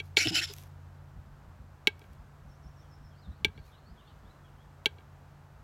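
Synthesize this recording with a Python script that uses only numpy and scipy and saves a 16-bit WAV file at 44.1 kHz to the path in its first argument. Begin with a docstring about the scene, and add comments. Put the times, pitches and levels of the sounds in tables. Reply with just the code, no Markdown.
"""Forest edge, a male capercaillie close to the microphone: the faint ringing end of a click made just before
the start, then a cork-like pop of ringing modes runs into scraping strokes of hissing, rattling air, with low
gulps; his grainy feathers rustle and snap. Three lone, hollow clicks follow. From about 1.2 s light wind bumps
the microphone with short low swings; from about 2.5 s small far songbirds whistle gliding dips and slurs.
All through, a far engine hums on two wavering tones in the soft coloured noise of open air."""
import sys
import numpy as np
from scipy import signal
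from scipy.fft import rfft, irfft, next_fast_len
from scipy.io import wavfile
from scipy.ndimage import uniform_filter1d

SR = 44100
rng = np.random.default_rng(int(sys.argv[2]) if len(sys.argv) > 2 else 0)


def master_out(mix):
    """Clip the mix to full scale and print it as 16-bit PCM to the path in sys.argv[1]."""
    frames = np.transpose(np.atleast_2d(mix))
    ceiling = np.clip(frames, -1, 1)
    pcm = np.round(ceiling * 32767).astype(np.int16)
    wavfile.write(sys.argv[1], SR, pcm)


N = 248283
TIME = np.arange(N) / SR

# Levels in the tables are relative; they are taken before the trims, reflections and final filters.

# Close by: clicks of bill and throat; the first row is the ringing end of a click made just before the start:
# (t/s, level/dB, mouth pitch factor, crack level/dB, hollow level/dB)
BILL_CLICKS = [(0.0004, -14, 1, -6, -3), (0.1698, 2, 1, 1.5, -1), (0.2718, -18, .85, 13, 5),
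               (1.8722, 1, .98, 1.5, -.5), (3.4469, -1.5, 1.005, 1, -1), (4.8585, -.5, 1, .5, -.5)]
# Soft after-clicks as the throat relaxes: (t/s, level/dB)
THROAT_AFTER_CLICKS = [(2.016, -39.5), (2.041, -45), (3.482, -39), (3.577, -36), (3.59, -45), (4.984, -39),
                       (5.007, -48)]
# Modes of the inflated neck: (f/Hz, level/dB, t60/s)
NECK_MODES = [(200, -23, .024), (315, -16.5, .021), (422, -18.5, .039), (570, -36, .03), (855, -29.5, .042),
              (1598, -27, .058)]
# Modes of the open mouth, before the pitch factor: (f/Hz, level/dB, t60/s)
MOUTH_MODES = [(2288, -13.5, .036), (2730, -20, .027), (3075, -23, .024), (3315, -17.5, .025),
               (3900, -20, .019), (4380, -28, .02), (5730, -33, .028), (6550, -41, .02)]
# Spectrum of the crack that starts a click: (f/Hz, level/dB)
CRACK_SPECTRUM = [(600, -30), (1700, -24), (2300, -3), (3150, 0), (4100, -5), (5000, -19), (7800, -26),
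                  (8700, -37), (10200, -28), (15500, -47)]
# Spectrum of the short puff of air in each click: (f/Hz, level/dB per Hz)
PUFF_SPECTRUM = [(1000, -13), (2600, 1.5), (4200, 1.5), (5200, -11.5), (7800, -17), (8700, -20.5),
                 (10300, -14), (15500, -23.5)]

# Scraping strokes, pitches as at the top of the stroke:
# (top t/s, length/s, level/dB, throat f/Hz, whistle f/Hz, whistle level/dB, rattle share of power 0-1)
SCRAPE_STROKES = [(0.183, 0.042, -25.5, 4270, 7070, 10.5, 0.17), (.213, 0.073, -25.5, 2310, 5730, 14, 0.12),
                  (0.253, 0.035, -29.5, 2830, 5400, -9, 0.5), (.286, 0.05, -29.5, 2910, 5170, 18, .2),
                  (0.341, 0.076, -36, 3010, 5060, 16.5, 0.2), (.363, 0.052, -22.5, 2935, 5150, 14, 0.7),
                  (.388, 0.046, -26.5, 2665, 4310, 11, .8), (0.425, 0.039, -34, 1740, 3500, -2, 0.74),
                  (0.439, 0.048, -32, 3360, 5370, 13.5, 0.6), (0.494, 0.091, -45, 3320, 5060, 15, 0.43)]
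# Spectrum of the scraping air: (f/Hz, level/dB per Hz)
SCRAPE_SPECTRUM = [(200, -11.5), (800, -13.5), (1080, -22), (1500, -2.5), (1850, -3), (2700, -4),
                   (3500, -6), (5400, -7), (6100, -6.5), (7600, -7.5), (8500, -20), (9600, -11.5),
                   (12800, -18), (15800, -31)]
# Steady resonances of the windpipe: (f/Hz, width/Hz, level/dB)
WINDPIPE_RESONANCES = [(1441, 70, 1), (2190, 60, 1), (2590, 50, 3), (3012, 45, 5), (3712, 45, 3),
                       (4070, 45, 3), (4405, 45, 2), (4770, 70, 1), (5123, 35, 2), (5270, 35, 4),
                       (5550, 110, 2), (7260, 90, 3)]
# Low pulses of the pumping neck: (top t/s, level/dB, f/Hz)
NECK_GULPS = [(.217, -46.5, 329), (.264, -31, 322.5), (.275, -33, 113.7), (.312, -39.5, 178),
              (.316, -38.5, 325), (.337, -40, 317.5), (.376, -46.5, 354), (.412, -49.5, 327),
              (.505, -49.5, 409)]

# Feathers snapping: (t/s, peak level/dB)
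FEATHER_FLICKS = [(0.5372, -33), (.565, -41), (0.584, -35), (.602, -60), (.626, -47), (.636, -46),
                  (1.994, -50), (2.133, -54)]
# Grainy hisses: the first row is a very faint early hiss, the others are feathers sliding as the bird shifts:
# (top t/s, level/dB)
GRAINY_HISSES = [(.05, -67), (.53, -55.5), (0.604, -63.5), (2.02, -73), (2.13, -78), (3.665, -68)]
# Spectrum of the feathers and the early hiss: (f/Hz, level/dB per Hz)
FEATHER_SPECTRUM = [(800, -21.5), (2300, -1.5), (4000, -2), (6800, -3), (8700, -8.5), (12500, -3),
                    (15800, -11)]

# Diffuse reflections around the near bird, one row each: (level/dB, t60/s, top f/Hz)
GROUND_REFLECTION = (-27.5, .12, 4900)
TREE_REFLECTION = (-47, .9, 4000)

# On the microphone: wind bumps: (top t/s, level/dB)
WIND_BUMPS = [(1.18, -43.5), (1.31, -52), (1.47, -49.5), (1.62, -46), (2.12, -51), (2.199, -49.5),
              (2.47, -49), (2.671, -46), (3.03, -48.5), (3.295, -36.5), (3.432, -41.5), (3.478, -39),
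              (3.589, -44), (3.916, -45.5), (4.265, -48.5)]
# Spectrum of wind noise on the microphone: (f/Hz, level/dB per Hz)
GUST_SPECTRUM = [(25, 0.5), (55, 6.5), (110, -3.5), (220, -4.5), (400, -33), (900, -43), (4000, -76)]

# Far songbirds: pitch of the opening note, before the spread: (f/Hz evenly along the note)
OPENING_NOTE_HZ = (6050, 5380, 5450, 6450)
# Upward slurs, before the spread: (t/s, starting f/Hz, level/dB)
SONG_UPSLURS = [(3.14, 4050, -70), (3.31, 3800, -73), (3.54, 3800, -69), (3.72, 3450, -68),
                (3.855, 4300, -70), (4.04, 3250, -70), (4.245, 3250, -71), (4.57, 2950, -73)]
# Downward slurs, before the spread: (t/s, starting f/Hz, level/dB)
SONG_DOWNSLURS = [(2.81, 3750, -75), (3.10, 3650, -72), (3.21, 4600, -66), (3.715, 3500, -71),
                  (3.96, 3550, -71), (4.06, 3600, -70), (4.43, 3600, -70)]

# Far engine, level curves of its two tones: (t/s, low tone level/dB, upper tone level/dB)
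ENGINE_LEVELS = [(0.0, -51.5, -55.5), (0.97, -52, -56), (1.22, -61.5, -60.5), (1.58, -58, -64),
                 (2.56, -65, -58), (3.26, -58.5, -57.5), (4.03, -67.5, -66.5), (4.69, -59.5, -60.5),
                 (5.63, -62, -62)]
# Spectrum of open air: (f/Hz, level/dB per Hz)
AIR_SPECTRUM = [(20, -20.5), (48, 5.5), (100, -0.5), (170, -6), (260, -12.5), (450, -15.5), (800, -13),
                (1500, -17), (2200, -26.5), (3500, -32), (8000, -38), (10000, -43.5), (12500, -40),
                (15500, -44)]

# Scrape
STROKE_RISE = .45  # share of a stroke spent swelling
WINDPIPE_DB = 3.5  # added to every windpipe resonance
THROAT_WIDTH_HZ, THROAT_DB, WHISTLE_WIDTH_HZ = 200, 15, 190
THROAT_SLIDE_PER_S, WHISTLE_SLIDE_PER_S = 1.5, -.7  # relative change of pitch
SURGE_DB, SURGE_POINTS_PER_S = 1.3, 220
RATTLE_HZ, RATTLE_JITTER, FLUTTER_DB = 688.3, .25, 0.5  # jitter is in log pitch

# Gulps and feathers
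GULP_ATTACK_S, GULP_RELEASE_S, GULP_WAVER = .011, .024, .11
GULP_OVERTONE_RATIO, GULP_OVERTONE_DB = 2.35, -13.5
HISS_ATTACK_S, HISS_RELEASE_S = 0.021, .05  # time constants

# Wind
BUMP_DB, BUMP_HZ = -45, 63.1  # a typical bump
BUMP_DB_PER_OCTAVE = 21.5  # harder bumps are higher and shorter
BUMP_ATTACK_CYCLES, BUMP_RELEASE_CYCLES = 1.794, 2.3
KNOCK_HZ, KNOCK_DB, KNOCK_ATTACK_S, KNOCK_RELEASE_S = 189.7, -9.5, 0.012, .022

# Songbirds
OPENING_S, OPENING_STEP_S, OPENING_DB = 2.485, .135, -67.5
UPSLUR_OCTAVES, DOWNSLUR_OCTAVES, NOTE_S = .35, .48, .078
NOTE_SPREAD = 0.0144  # relative pitch difference from note to note
TWITTER_SPAN_S, TWITTER_RANGE_HZ, TWITTER_DB = (3.4, 4.1), (2900, 4100), -74
SONG_DB = -1.5

# Engine, open air and final filter
ENGINE_HZ, ENGINE_GAINS_DB = (89, 141.5), (1.5, 1)  # low tone, upper tone
AIR_DB = -56
CUTOFF_HZ = 16000


def clicking():
    """The clicks of bill and throat, and their soft followers from the relaxing throat."""
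    out = np.zeros(N)
    for s, db, pitch, crack_db, hollow_db in BILL_CLICKS:
        add(out, s, from_db(db) * click(pitch, crack_db, hollow_db))
    for s, db in THROAT_AFTER_CLICKS:
        add(out, s, from_db(db) * click(1, crack_db=-5.0, hollow_db=12.5))
    return out


def click(pitch, crack_db, hollow_db):
    """A sharp release cracks and puffs, rings the mouth and, a little later, the neck."""
    t = np.arange(SR // 8) / SR
    mouth_rise_s, neck_rise_s, puff_t60 = .001, .0042, 0.02976
    crack = coloured(signal.unit_impulse(len(t)), CRACK_SPECTRUM)
    crack = from_db(-8.0) * crack / np.abs(crack).max()
    puff = rms_one(coloured(rng.standard_normal(len(t)), PUFF_SPECTRUM))
    puff = from_db(-24.5 - 60 * t / puff_t60) * puff
    mouth = ring(MOUTH_MODES, t, pitch, spread_db=1) * (1 - np.exp(-(t / mouth_rise_s) ** 2))
    neck = ring(NECK_MODES, t, pitch=1, spread_db=1) * (1 - np.exp(-(t / neck_rise_s) ** 2))
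    return from_db(crack_db) * (crack + puff) + from_db(0.5) * mouth + from_db(hollow_db) * neck


def ring(modes, t, pitch, spread_db):
    """Damped modes, each struck with a strength and phase of its own."""
    hz, db, t60 = np.transpose(modes)[:, :, None]
    strength = from_db(db + spread_db * rng.standard_normal(db.shape))
    wave = np.sin(2 * np.pi * (pitch * hz * t + rng.random(hz.shape)))
    return np.sum(strength * from_db(-60 * t / t60) * wave, axis=0)


def scraping():
    """Forced air hisses and rattles through the windpipe; strokes stress a throat resonance and a whistle."""
    out, size = np.zeros(N), SR // 4
    t = (np.arange(size) - size // 2) / SR  # zero at the top of the stroke
    for top, length, db, throat_hz, whistle_hz, whistle_db, rattle in SCRAPE_STROKES:
        air = rattling_air(np.clip(rattle, 0, 1), size)
        piped = air.copy()
        for hz, width, peak_db in WINDPIPE_RESONANCES:
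            piped += from_db(peak_db + WINDPIPE_DB) * resonate(air, hz, width)
        # uneven reading slides the throat resonance up and lets the whistle sag
        throat = resonate(piped, throat_hz, THROAT_WIDTH_HZ)
        throat = np.interp(t + THROAT_SLIDE_PER_S * t ** 2 / 2, t, throat)
        whistle = resonate(piped, whistle_hz, WHISTLE_WIDTH_HZ)
        whistle = np.interp(t + WHISTLE_SLIDE_PER_S * t ** 2 / 2, t, whistle)
        voiced = piped + from_db(THROAT_DB) * throat + from_db(whistle_db) * whistle
        # the flow is steady within a stroke, apart from small quick surges
        steady = voiced / np.sqrt(uniform_filter1d(voiced ** 2, size=SR // 100) + 1e-18)
        flow = steady * from_db(SURGE_DB * drift(SURGE_POINTS_PER_S, size=size))
        shape, rise = swell(length, STROKE_RISE), STROKE_RISE * length
        first = size // 2 - int(rise * SR)
        add(out, top - rise, from_db(db) * shape * flow[first:first + len(shape)])
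    return out


def rattling_air(rattle, size):
    """Hiss mixed by power with a train of unevenly timed and unevenly strong pulses."""
    cycles = np.cumsum(RATTLE_HZ * np.exp(RATTLE_JITTER * drift(600, size=size))) / SR
    pulses = np.diff(np.floor(cycles), prepend=0)  # one pulse per whole cycle
    pulses = pulses * from_db(FLUTTER_DB * drift(500, size=size))
    hiss = rng.standard_normal(size)
    return coloured(np.sqrt(1 - rattle) * hiss - np.sqrt(rattle) * rms_one(pulses), SCRAPE_SPECTRUM)


def gulping():
    """Each pump of the neck sounds its hollow note and a weak overtone."""
    out = np.zeros(N)
    for top, db, note_hz in NECK_GULPS:
        for hz, partial_db in ((note_hz, 0), (GULP_OVERTONE_RATIO * note_hz, GULP_OVERTONE_DB)):
            pulse = thud(hz, GULP_ATTACK_S, GULP_RELEASE_S, GULP_WAVER, waver_rate=290)
            add(out, top - GULP_ATTACK_S, from_db(db + partial_db) * pulse)
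    return out


def feathers_and_early_hiss(flick_t60=0.0086):
    """Stiff feathers slide with a grainy hiss and snap past each other; a faint early hiss shares the grain."""
    t = np.arange(SR // 20) / SR
    grain = rms_one(rng.standard_normal(N) * from_db(2.5 * drift(250)))
    level = np.zeros(N)
    for top, db in GRAINY_HISSES:
        away = np.maximum((top - TIME) / HISS_ATTACK_S, (TIME - top) / HISS_RELEASE_S)
        level += from_db(db) * np.exp(-away)
    out = level * rms_one(coloured(grain, FEATHER_SPECTRUM))
    for s, db in FEATHER_FLICKS:
        flick = coloured(rng.standard_normal(len(t)) * from_db(-60 * t / flick_t60), FEATHER_SPECTRUM)
        add(out, s, from_db(db) * flick / np.abs(flick).max())
    return out


def wind():
    """Each puff of wind bumps the microphone for a few cycles and leaves low turbulence around it."""
    bumps = np.zeros(N)
    for top, db in WIND_BUMPS:
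        hz = BUMP_HZ * 2 ** ((db - BUMP_DB) / BUMP_DB_PER_OCTAVE)
        attack, release = BUMP_ATTACK_CYCLES / hz, BUMP_RELEASE_CYCLES / hz
        bump = thud(hz, attack, release, waver=0.36, waver_rate=130)
        add(bumps, top - attack, from_db(db) * bump)
        # a short knock at the front of the bump
        knock = thud(KNOCK_HZ, KNOCK_ATTACK_S, KNOCK_RELEASE_S, waver=0.23, waver_rate=194)
        add(bumps, top - attack, from_db(db + KNOCK_DB) * knock)
    strength = uniform_filter1d(np.abs(bumps), size=SR // 16)
    turbulence = strength * rms_one(coloured(rng.standard_normal(N), GUST_SPECTRUM))
    return from_db(-1.0) * bumps + from_db(-3.5) * turbulence


def songbirds(waver=.014, twitters=7):
    """Thin gliding whistles of one length and three shapes: dips, upward slurs and downward slurs."""
    out, shape = np.zeros(N), np.sqrt(swell(NOTE_S, 0.37))
    along = np.linspace(0, 1, len(shape))
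    dip = np.polyval(np.polyfit(np.arange(4) / 3, OPENING_NOTE_HZ, 3), along)
    up, down = 2 ** (UPSLUR_OCTAVES * along), 2 ** (-DOWNSLUR_OCTAVES * along)
    notes = [(OPENING_S + k * OPENING_STEP_S, dip, OPENING_DB) for k in range(5)]
    notes += [(s, hz * up, db) for s, hz, db in SONG_UPSLURS]
    notes += [(s, hz * down, db) for s, hz, db in SONG_DOWNSLURS]
    # others twitter at random behind them, slurring up or down
    for k in range(twitters):
        s, start_hz = rng.uniform(*TWITTER_SPAN_S), rng.uniform(*TWITTER_RANGE_HZ)
        notes.append((s, start_hz * (up, down)[k % 2], TWITTER_DB))
    for s, hz, db in notes:
        detune = NOTE_SPREAD * rng.standard_normal() + waver * drift(400, size=len(shape))
        cycles = np.cumsum(hz * (1 + detune)) / SR
        add(out, s, from_db(db) * shape * np.sin(2 * np.pi * cycles))
    return out


def distant_song():
    """Distance makes the song flutter and smears it among the trees."""
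    song = songbirds() * from_db(SONG_DB + 3.5 * drift(90))
    return song + from_db(-6) * scattered(song, t60=.4, top_hz=7000)


def engine(waver=.012):
    """Two low tones carry from far away, wavering a little in pitch and level."""
    out = np.zeros(N)
    s, *curves = np.transpose(ENGINE_LEVELS)
    for hz, curve, gain_db in zip(ENGINE_HZ, curves, ENGINE_GAINS_DB):
        db = np.interp(TIME, s, curve)
        cycles = np.cumsum(hz * (1 + waver * drift(9.8))) / SR
        level = from_db(db + gain_db + 1.5 * drift(14))
        out += np.sqrt(2) * level * np.sin(2 * np.pi * cycles)
    return out


def open_air():
    """Coloured noise of the open place, its level drifting slightly."""
    return from_db(AIR_DB + .5 * drift(4.2)) * rms_one(coloured(rng.standard_normal(N), AIR_SPECTRUM))


def thud(hz, attack, release, waver, waver_rate):
    """A short low pressure swing of unsteady pitch."""
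    shape = swell(attack + release, attack / (attack + release))
    cycles = np.cumsum(hz * np.exp(waver * drift(waver_rate, size=len(shape)))) / SR
    return shape * np.sqrt(2) * np.sin(2 * np.pi * cycles)


def scattered(x, t60, top_hz):
    """Diffuse reflections from the surroundings: a decaying, low-passed noise tail of unit energy."""
    t = np.arange(SR) / SR
    tail = rng.standard_normal(SR) * from_db(-60 * t / t60)
    tail = signal.sosfilt(signal.butter(1, min(top_hz, SR / 3), fs=SR, output="sos"), tail)
    return signal.fftconvolve(x, tail / np.sqrt(np.sum(tail ** 2)))[:N]


def resonate(x, hz, width_hz):
    """One resonance as a two-pole filter, gain about 1 on top."""
    r = np.exp(-np.pi * width_hz / SR)
    poles = [1, -2 * r * np.cos(2 * np.pi * hz / SR), r * r]
    return signal.lfilter(np.array([1, 0, -1]) * (1 - r * r) / 2, poles, x)


def coloured(x, spectrum):
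    """Causal (minimum-phase) filter that follows a spectrum."""
    size = 2 * next_fast_len(len(x) // 2 + 1)
    hz, db = np.transpose(spectrum)
    grid = np.maximum(np.arange(size // 2 + 1) * SR / size, 1)
    cepstrum = irfft(np.log(from_db(np.interp(np.log(grid), np.log(hz), db))))
    # folding the cepstrum forward gives the minimum phase
    cepstrum[1:size // 2] *= 2
    cepstrum[size // 2 + 1:] = 0
    return irfft(rfft(x, size) * np.exp(rfft(cepstrum)))[:len(x)]


def drift(rate, size=N):
    """Random points, rate per second, joined by straight lines; spread near 1."""
    at = np.arange(size) * rate / SR
    return np.interp(at, np.arange(2000), rng.standard_normal(2000))


def swell(length, rise_share):
    """A rounded rise and fall over a length in seconds."""
    along = np.linspace(0, 1, int(length * SR))
    ramp = np.interp(along, [0, np.clip(rise_share, .05, .95), 1], [0, 1, 0])
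    return np.sin(np.pi / 2 * ramp) ** 1.2


def from_db(db):
    """Decibels to gain."""
    return 10 ** (np.asarray(db) / 20)


def rms_one(x):
    """Scale to unit power."""
    return x / np.sqrt(np.mean(x ** 2) + 1e-20)


def add(out, s, sound):
    """Mix a sound in at a time in seconds."""
    i = max(0, round(s * SR))
    out[i:i + len(sound)] += sound[:N - i]


def scene():
    """The near bird, almost dry, over the far surroundings."""
    bird = clicking() + from_db(-1.0) * scraping() + gulping() + feathers_and_early_hiss()
    reflections = np.zeros(N)
    for db, t60, top_hz in (GROUND_REFLECTION, TREE_REFLECTION):
        reflections += from_db(db) * scattered(bird, t60, top_hz)
    return (bird + reflections + wind() + distant_song() + engine() + open_air())[None]


def record(dry):
    """The microphone loses the deepest rumble and the top is cut."""
    thinned = signal.sosfilt(signal.butter(2, 30, "high", fs=SR, output="sos"), dry)
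    return signal.sosfilt(signal.ellip(10, .1, 70, CUTOFF_HZ, fs=SR, output="sos"), thinned)


dry = scene()
out = record(dry)
master_out(out)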